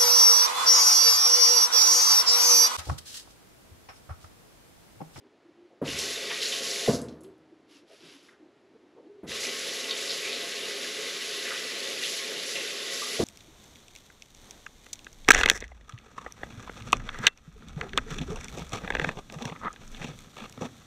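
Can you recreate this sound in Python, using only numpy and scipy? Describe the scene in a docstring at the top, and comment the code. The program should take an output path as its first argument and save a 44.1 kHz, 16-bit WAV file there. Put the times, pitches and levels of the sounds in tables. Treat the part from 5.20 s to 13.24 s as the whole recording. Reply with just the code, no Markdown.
"""A drain gurgles softly, then a pipe knocks and a tap runs into a basin in a small bathroom, twice.
The knocks are short thuds with a booming, ringing basin; the pipe knocks as the valve opens or shuts.
The jet is thousands of tiny bubbles mixed with hiss, over a low drumming of filtered noise.
Hands rinsing under it throw splashes, made of clusters of bubbles, and the last drops are smaller clusters.
Between the bursts a palm rubs over stubble: rasping bubbles and hiss, with soft bumps of narrow noise."""
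import sys
import numpy as np
from scipy import signal
from scipy.fft import rfft, irfft, next_fast_len
from scipy.io import wavfile
from scipy.ndimage import uniform_filter1d, map_coordinates

SR = 44100
rng = np.random.default_rng(int(sys.argv[2]) if len(sys.argv) > 2 else 0)


def to_wav(sig):
    """Store sig (one row per channel, or 1-D mono) as 16-bit WAV at the path in sys.argv[1].

    Samples outside -1..1 are clipped; the rate is SR.
    """
    pcm = np.clip(np.atleast_2d(sig), -1, 1) * 32767
    pcm = np.round(pcm).astype(np.int16)
    wavfile.write(sys.argv[1], SR, pcm.T)  # frames by channels


N = 354563
TOP_HZ = 15740  # no sound passes above this pitch


def amp(db):
    """Turn decibels into gain."""
    return 10 ** (np.asarray(db) / 20)


def unit(x):
    """Scale a sound to an rms of 1."""
    return x / np.sqrt(np.mean(x ** 2) + 1e-20)


def along(points, hz):
    """Read values between (Hz, value) points, with pitch on a log axis."""
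    f, v = np.transpose(points)
    return np.interp(np.log(hz + 1), np.log(f + 1), v)


def wobble(rate):
    """A smooth random curve through a given number of random points per second."""
    knots = rng.standard_normal(int(N * rate / SR) + 4)
    return map_coordinates(knots, [np.arange(N) * rate / SR])


def filtered(x, response):
    """Multiply the spectrum of a sound by a response, given as a function of frequency."""
    size = next_fast_len(N + SR // 2)
    hz = np.fft.rfftfreq(size, 1 / SR)
    return irfft(rfft(x, size) * response(hz), size)[:N]


def coloured(x, spectrum):
    """Shape a sound by (Hz, dB) points and scale it to an rms of 1."""
    return unit(filtered(x, lambda hz: amp(along(spectrum, hz))))


def add(track, s, sound):
    """Mix a sound into the track, starting s seconds in."""
    part = track[max(round(s * SR), 0):][:len(sound)]
    part += sound[:len(part)]


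def jet():
    """The aerated jet bursts into bubbles and spray, and drums on the basin."""
    # Three spectra. Each row: frequency in Hz, level in dB per Hz.
    splatter_colour = [(300, -58), (800, -33), (1200, -6), (2000, -0.5), (3000, 2.5), (3900, 0.5),
                       (5500, -7), (8000, -19.5), (15000, -31)]
    spray_colour = [(1500, -28.5), (4000, 7.5), (5800, 7), (7200, 4), (8600, -5), (11000, -8),
                    (15500, -19.5)]
    drum_colour = [(30, -50.5), (70, -30), (110, -24), (150, -12), (300, -7), (430, 1.5), (600, -8.5),
                   (800, -15), (1500, -27), (4000, -53)]
    splatter_gain, spray_gain, drum_gain = jet_gains()
    splatter = fizz(count=16000, cycles=32.6, scatter_db=2.5, hiss_db=2.0)
    splatter = bowl(coloured(splatter, splatter_colour))
    spray = coloured(fizz(count=16000, cycles=8.6, scatter_db=0.5, hiss_db=4.0), spray_colour)
    drumming = bowl(coloured(rng.standard_normal(N), drum_colour)) * amp(1.23 * wobble(14))
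    flutter = amp(0.5 * wobble(45))  # the stream breaks up unevenly
    water = flutter * (amp(-1.0) * splatter_gain * splatter + amp(2.0) * spray_gain * spray)
    return bathroom(water, wet_db=-9.5) + drum_gain * drumming


def jet_gains():
    """Gains of splatter, spray and drumming: a hand turns the jet to spray and shields the basin."""
    # Runs of the tap. Each row: valve opens in seconds, valve shuts in seconds,
    # then the base levels of splatter, fine spray and basin drumming, each in dB.
    runs = [(0.614, 1.671, -35, -43, -42), (4.041, 7.992, -35, -43, -42.5)]
    rise_s, spray_rise_s = 0.047, 0.05  # spray builds more slowly
    spray_lingers_s = 0.082  # and outlasts the jet
    splatter, spray, drum = np.zeros((3, N))
    for opens, shuts, splatter_db, spray_db, drum_db in runs:
        splatter += amp(splatter_db) * tap_flow(opens, shuts, rise_s, dies_db_per_s=190)
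        spray += amp(spray_db) * tap_flow(opens, shuts + spray_lingers_s, spray_rise_s, dies_db_per_s=270)
        drum += amp(drum_db) * tap_flow(opens, shuts, rise_s, dies_db_per_s=120)
    lift_db = rinsing()
    # dB that the basin sounds lose for each dB that the spray gains
    shields_splatter, shields_drum = 0.05, 0.15
    return splatter * amp(-shields_splatter * lift_db), spray * amp(lift_db), drum * amp(-shields_drum * lift_db)


def tap_flow(opens, shuts, rise_s, dies_db_per_s):
    """Gain of one run: the water arrives, builds up, holds, and dies away after the shutting time."""
    fall_s = 0.024  # the water takes this long to reach the basin
    t = np.arange(N) / SR
    build_up = np.clip((t - opens - fall_s) / rise_s, 0, 1)
    return build_up * amp(-dies_db_per_s * np.maximum(t - shuts, 0))


def rinsing():
    """The dB by which a hand or razor under the jet raises the spray: in fast, drifting off, then out."""
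    # Times under the jet. Each row: start in seconds, length in seconds, spray lift in dB before it sags.
    rinses = [(0.769, .17, 5), (1.206, 0.18, 6.5), (1.418, 0.33, 6.5), (4.189, 0.047, 6.5),
              (4.328, .28, 2.5), (4.765, 0.29, 3.5), (5.997, 0.34, 1.5), (6.812, 0.18, 5.5),
              (7.252, 0.09, 5.5), (7.708, 0.47, 5)]
    enter_s, leave_s, sag_s = 0.018, 0.05, 0.9
    t = np.arange(N) / SR
    lift_db = np.zeros(N)
    for s, length, db in rinses:
        age = np.maximum(t - s, 0)
        held = np.clip(age / enter_s, 0, 1) * np.clip(1 - (age - length) / leave_s, 0, 1)
        drift = np.exp(-age / sag_s)  # the hand drifts off centre
        lift_db = np.maximum(lift_db, db * held * drift)
    return lift_db


def fizz(count, cycles, scatter_db, hiss_db):
    """A swarm of bubbles spread evenly over time and pitch, on a bed of hiss."""
    when, pitch, chance = rng.random((count, 3)).T
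    hz = 900 + pitch * 13000
    # a few bubbles are much louder than the rest
    sizes = amp(-scatter_db * np.log(np.maximum(chance, 0.004))) * hz
    swarm = unit(bubbles(when * N / SR, hz, sizes, cycles))
    return swarm + amp(hiss_db) * rng.standard_normal(N)


def bubbles(times, hz, sizes, cycles, size=320):
    """Fading sines, down 60 dB after some cycles; pitch climbs as each bubble nears the surface."""
    t = np.arange(size) / SR
    turns = np.minimum(hz, TOP_HZ)[:, None] * t
    age = turns / cycles
    soft_start = 1 - np.exp(-2 * turns)
    climbing = np.sin(2 * np.pi * turns * (1 + 0.19 * np.minimum(age, 1)))
    rings = sizes[:, None] * soft_start * amp(-60 * age) * climbing
    at = (np.maximum(times, 0) * SR).astype(int)[:, None] + np.arange(size)
    swarm = np.bincount(at.ravel(), rings.ravel(), N)[:N]
    # bubbles this small radiate no bass
    return filtered(swarm, lambda f: (1j * f / (1j * f + 500)) ** 2)


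def bowl(x):
    """The basin resonates, lifting (or dipping) narrow bands of whatever sounds inside it."""
    # Resonances of the bowl. Each row: centre in Hz, width in Hz, lift in dB.
    resonances = [(247.7, 14, 9), (404.5, 28, 5.5), (433.6, 27.5, 5), (466, 13, 2.5), (544, 63, 9.5),
                  (679.8, 27, 13.5), (880, 28, 9.5), (1085, 40, 13.5), (1405, 25, -10.5), (1433, 65, 3),
                  (1980, 110, 6.5), (2840, 58, 3), (3280, 88, -3.5), (3575, 65, 4.5)]

    def response(hz):
        return amp(sum(db / (1 + (2 * (hz - centre) / width) ** 2) for centre, width, db in resonances))

    return unit(filtered(x, response))


def knocks():
    """The valve jolts the pipe: a dull thud, a boom from the basin, and a few modes ringing on."""
    # The basin's dull boom. Each row: frequency in Hz, level in dB per Hz before the tilt.
    boom_colour = [(25, -47), (58, -18), (95, -15.5), (125, -3.5), (180, -6.5), (205, -6), (245, 4),
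                   (300, -8.5), (400, -3), (510, -7), (680, -11.5), (770, -21.5), (1000, -18.5),
                   (1300, -22), (2000, -30.5), (5000, -50)]
    # Long-ringing modes of basin and cabinet.
    # Each row: pitch in Hz, level in dB before the tilt, time to fall 60 dB in seconds.
    modes = [(78.6, -15.5, 0.9), (126.7, -10, .35), (152, -8, 1.0), (179.6, -24, 0.61), (246, -16, 0.45),
             (288, -16.5, 1.2), (314, -17, 2.1), (394, -14, 0.5), (412, -5, .35), (479, -3.5, 0.66),
             (681, -6.5, 0.55), (894, -14, 0.34)]
    out, t = np.zeros(N), np.arange(SR) / SR
    grid = np.fft.rfftfreq(SR, 1 / SR)
    for s, db, thud_hz, boom_db, tilt_db, ring_db in contacts():
        # a soft contact: a few cycles under a smooth hump
        swell = t / 0.004
        thud = swell ** 2 * np.exp(1 - swell ** 2) * np.sin(2 * np.pi * thud_hz * t)
        colour = amp(along(boom_colour, grid) + tilt_db * np.log2((grid + 20) / 400))
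        boom = unit(irfft(colour * np.exp(2j * np.pi * rng.random(len(grid))), SR))
        # a quick fade, then a quieter, slower one
        boom *= amp(-60 * t / 0.21) + amp(-9.5 - 60 * t / 0.93)
        ring = np.zeros(SR)
        for hz, level, t60 in modes:
            fade = amp(level + tilt_db * np.log2(hz / 400) - 60 * t / t60)
            ring += fade * np.sin(2 * np.pi * (hz * t + rng.random()))
        basin = amp(boom_db) * (boom + amp(ring_db) * ring) * (1 - np.exp(-t / 0.0032))
        add(out, s, amp(db) * thud + basin)
    return out


def contacts():
    """Every knock is a first touch of the pipe on its bracket, a blow and a rebound."""
    # Knocks as the valve moves and as the water surges through. Each row: blow in seconds,
    # thud level in dB, thud pitch in Hz, boom level in dB, boom tilt in dB per octave,
    # first touch in dB relative to the blow, ring level in dB relative to the boom.
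    blows = [(.623, -22, 320, -34, -.5, 2, -10), (.685, -30, 280, -44, -10, -9, -15),
             (1.683, -12.5, 450, -22, -.5, -7.5, -9.5), (4.039, -36.5, 227, -48, 0.5, 4, -16),
             (4.085, -37, 220, -51.5, -9, -6, -15), (7.999, -16.5, 415, -24.5, -1, -9.5, -9)]
    for s, db, hz, boom_db, tilt_db, touch_db, ring_db in blows:
        # delay in seconds, level step in dB, pitch ratio: touch, blow, rebound
        for delay, step_db, ratio in [(-0.008, touch_db, 1.5), (0, 0, 1), (0.01, -6, 0.765)]:
            yield s + delay, db + step_db, hz * ratio, boom_db + step_db, tilt_db, ring_db


def splashes(count=70):
    """Water spilling off the hands traps a cluster of like-sized bubbles."""
    # Splashes off the hands. Each row: start in seconds, level in dB before a small trim,
    # bubble pitch in Hz, pitch spread in octaves, length scale in seconds.
    spills = [(0.785, -30.5, 5000, 0.46, .023), (1.102, -29, 2150, 0.67, .013),
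              (1.214, -29, 3450, 0.49, 0.041), (1.318, -31, 3050, 0.28, 0.027),
              (1.445, -38, 3850, 0.13, 0.017), (1.502, -29.5, 5000, 0.27, .011),
              (4.23, -31.5, 3980, .52, .03), (4.707, -20.5, 3660, .07, .003),
              (4.716, -28.5, 3300, .062, .0043), (4.773, -38, 7000, .16, .0089),
              (4.894, -29.5, 3950, 0.21, .027), (5.026, -35, 2280, 0.11, .055),
              (5.099, -38.5, 3520, .14, .13), (6.25, -32, 2100, 0.26, 0.023),
              (6.304, -34.5, 1590, 0.24, .03), (6.829, -26.5, 2800, 0.29, .02),
              (7.352, -32, 2370, 0.21, 0.02), (7.437, -45, 2850, .15, .011), (7.818, -36, 1127, 0.05, .01)]
    when, pitch, loud = rng.standard_normal((len(spills), count, 3)).T
    s, db, hz, spread, length = np.transpose(spills)
    pitches = hz * 2 ** (spread * pitch)
    # the bubbles of a splash share its energy; small ones die sooner
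    shares = amp(6.0 * loud)
    shares = shares / np.linalg.norm(shares, axis=0)
    sizes = amp(db - 0.5) * shares * np.sqrt(length * pitches)
    times = s + 0.8 * length * np.abs(when)
    cluster = bubbles(times.ravel(), pitches.ravel(), sizes.ravel(), cycles=37, size=1400)
    return bathroom(cluster, wet_db=-4)


def drops(count=12):
    """Each late drop lands with a tick and shatters into weaker ones."""
    # Last drops on the basin. Each row: landing in seconds, level in dB before a small trim,
    # middle pitch in Hz.
    landings = [(1.816, -28.5, 7050), (1.885, -33.5, 4300), (1.925, -46, 4200), (2.008, -44.5, 7500),
                (2.035, -39, 8500), (2.044, -46, 3400), (2.18, -61, 10000)]
    s, db, hz = np.transpose(landings)
    delay, pitch = rng.standard_normal((len(landings), count, 2)).T
    delay = np.abs(delay) - np.abs(delay).min(0)  # the first tick comes on time
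    sizes = amp(db + 0.5 - 6.7 * delay)  # later ticks are weaker
    times = s + 0.0073 * delay
    pitches = hz * 2 ** (0.28 * pitch)
    ticks = bubbles(times.ravel(), pitches.ravel(), sizes.ravel(), cycles=9.6)
    return bathroom(ticks, wet_db=-5)


def stubble():
    """Short hairs flick back under the sliding palm; the hand bumps and scuffs as it moves."""
    # Colour of the rasp. Each row: frequency in Hz, level in dB per Hz.
    rasp_colour = [(300, -31), (1000, 2.5), (2000, 3.5), (3100, 8), (4000, 4), (5300, 3), (8000, -9.5),
                   (11000, -15), (15000, -27)]
    # Soft bumps and scuffs. Each row: start in seconds, level in dB before a small trim,
    # centre in Hz, width in Hz, length in seconds.
    scuffs = [(.495, -63, 610, 150, .07), (2.685, -60, 575, 130, .082), (3.082, -56.5, 1750, 400, 0.019),
              (3.1, -66, 1550, 400, .07), (3.541, -56.5, 425, 140, .034), (3.755, -54, 456, 100, 0.069),
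              (3.76, -63.5, 900, 250, 0.046)]
    rasp = coloured(fizz(count=14000, cycles=6.3, scatter_db=2.5, hiss_db=2.5), rasp_colour)
    return bathroom(palm_strokes() * rasp + amp(0.5) * murmurs(scuffs), wet_db=-8)


def palm_strokes():
    """Gain of the rasp: in each stroke the palm speeds up and slows again."""
    # Strokes on the cheek. Each row: start in seconds, length in seconds, peak rasp gain in dB.
    strokes = [(2.473, 0.15, -58.5), (2.658, 0.17, -58), (2.784, 0.21, -53), (2.914, .25, -60.5)]
    gain = np.zeros(N)
    for s, length, db in strokes:
        add(gain, s, amp(db) * np.sin(np.linspace(0, np.pi, int(length * SR))))
    return gain


def drain():
    """Water trickles through the trap; larger air pockets hum briefly."""
    # Colour of the trickle. Each row: frequency in Hz, level in dB per Hz.
    trickle_colour = [(100, -45), (200, -14.5), (270, -1), (330, 2), (410, 0), (480, -14.5), (900, -19),
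                      (3000, -81)]
    # Air pockets. Each row: start in seconds, level in dB before a trim, pitch in Hz, length in seconds.
    gulps = [(0.251, -50, 326, 0.052), (0.34, -53, 347, 0.15), (2.019, -44.5, 375, 0.089),
             (2.315, -50, 337, .028), (2.495, -56, 295, 0.12), (2.835, -57, 160, 0.061),
             (2.94, -51, 282, 0.041), (3.206, -49, 332, .019), (3.883, -47, 407, 0.14)]
    trickle = amp(-61.5 + 3.4 * wobble(22)) * coloured(rng.standard_normal(N), trickle_colour)
    width = 0.048  # bandwidth of an air pocket as a share of its pitch
    pockets = murmurs([(s, db, hz, width * hz, length) for s, db, hz, length in gulps])
    return trickle + amp(-5.0) * bathroom(pockets, wet_db=-16.5)


def murmurs(rows):
    """Short swells of noise in a narrow bell-shaped band, used for air pockets and scuffs."""
    out, hz = np.zeros(N), np.fft.rfftfreq(SR // 4, 1 / SR)
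    for s, db, centre, width, length in rows:
        bell = -0.5 * ((hz - centre) / width) ** 2
        band = irfft(np.exp(bell + 2j * np.pi * rng.random(len(hz))))[:int(length * SR)]
        swell = np.sin(np.linspace(0, np.pi, len(band)))
        add(out, s, amp(db) * unit(band * swell))
    return out


def bathroom(x, wet_db, count=4):
    """Direct sound plus the hard walls' tail, whose paths shift as the body moves."""
    # Echo of the room. Each row: frequency in Hz, time to fall 60 dB in seconds.
    walls = [(100, 0.78), (350, 0.7), (700, 0.36), (3000, 0.28), (12000, 0.23)]
    noise = rng.standard_normal((count, 2 * SR // 3))
    hz, t, z = signal.stft(noise, SR, nperseg=256)
    fade = amp(-60 * t / along(walls, hz)[:, None])
    tails = signal.istft(z * fade, SR, nperseg=256)[1]
    # the tail starts 4 ms after the direct sound
    tails = np.pad(tails / np.linalg.norm(tails[0]), [(0, 0), (SR // 250, 0)])
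    # drift at random between several tails
    blend = np.array([wobble(2.013) for _ in tails])
    echoes = signal.oaconvolve(x[None], tails, axes=1)[:, :N]
    wet = np.sum(blend * echoes, 0) / np.linalg.norm(blend, axis=0)
    return (x + amp(wet_db) * wet) / np.hypot(1, amp(wet_db))


def still_air():
    """The still air of the room is a faint, steady, coloured noise."""
    # Colour of the air. Each row: frequency in Hz, level in dB per Hz.
    air_colour = [(25, -31.5), (70, -9), (120, -1), (500, 4), (1000, -4.5), (2000, -7.5), (4000, -14),
                  (7000, -23), (15000, -47)]
    return amp(-64.5) * coloured(rng.standard_normal(N), air_colour)


def scene():
    """Mix all sources, with a faint random stereo spread, almost only in the highest treble."""
    # Stereo spread. Each row: frequency in Hz, side level in dB.
    spread_colour = [(2000, -53.5), (4000, -70.5), (8000, -54), (11000, -21), (12500, 1.5), (15000, -20)]
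    mid = jet() + knocks() + splashes() + drops() + stubble() + drain() + still_air()
    # smear the mix with a short burst of noise, so that the side signal is unlike the middle
    burst = rng.standard_normal(SR // 40)
    smeared = signal.fftconvolve(mid, burst / np.linalg.norm(burst))[:N]
    side = filtered(smeared, lambda hz: amp(along(spread_colour, hz)))
    return np.array([mid + side, mid - side])


def record(dry):
    """The microphone port ripples the treble and cuts one narrow notch; nothing passes the band limit."""
    # Ripple of the port. Each row: frequency in Hz, level in dB.
    port = [(8800, -0.5), (9500, -2.5), (10800, 9.5), (11900, -2), (13000, 2), (14100, -11), (15500, -7)]

    def response(hz):
        notch = amp(-22 / (1 + ((hz - 9040) / 85) ** 4))  # 22 dB deep at 9040 Hz
        return amp(along(port, hz)) * notch * (hz < TOP_HZ)

    return np.array([filtered(x, response) for x in dry])


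dry = scene()
out = record(dry)
to_wav(out)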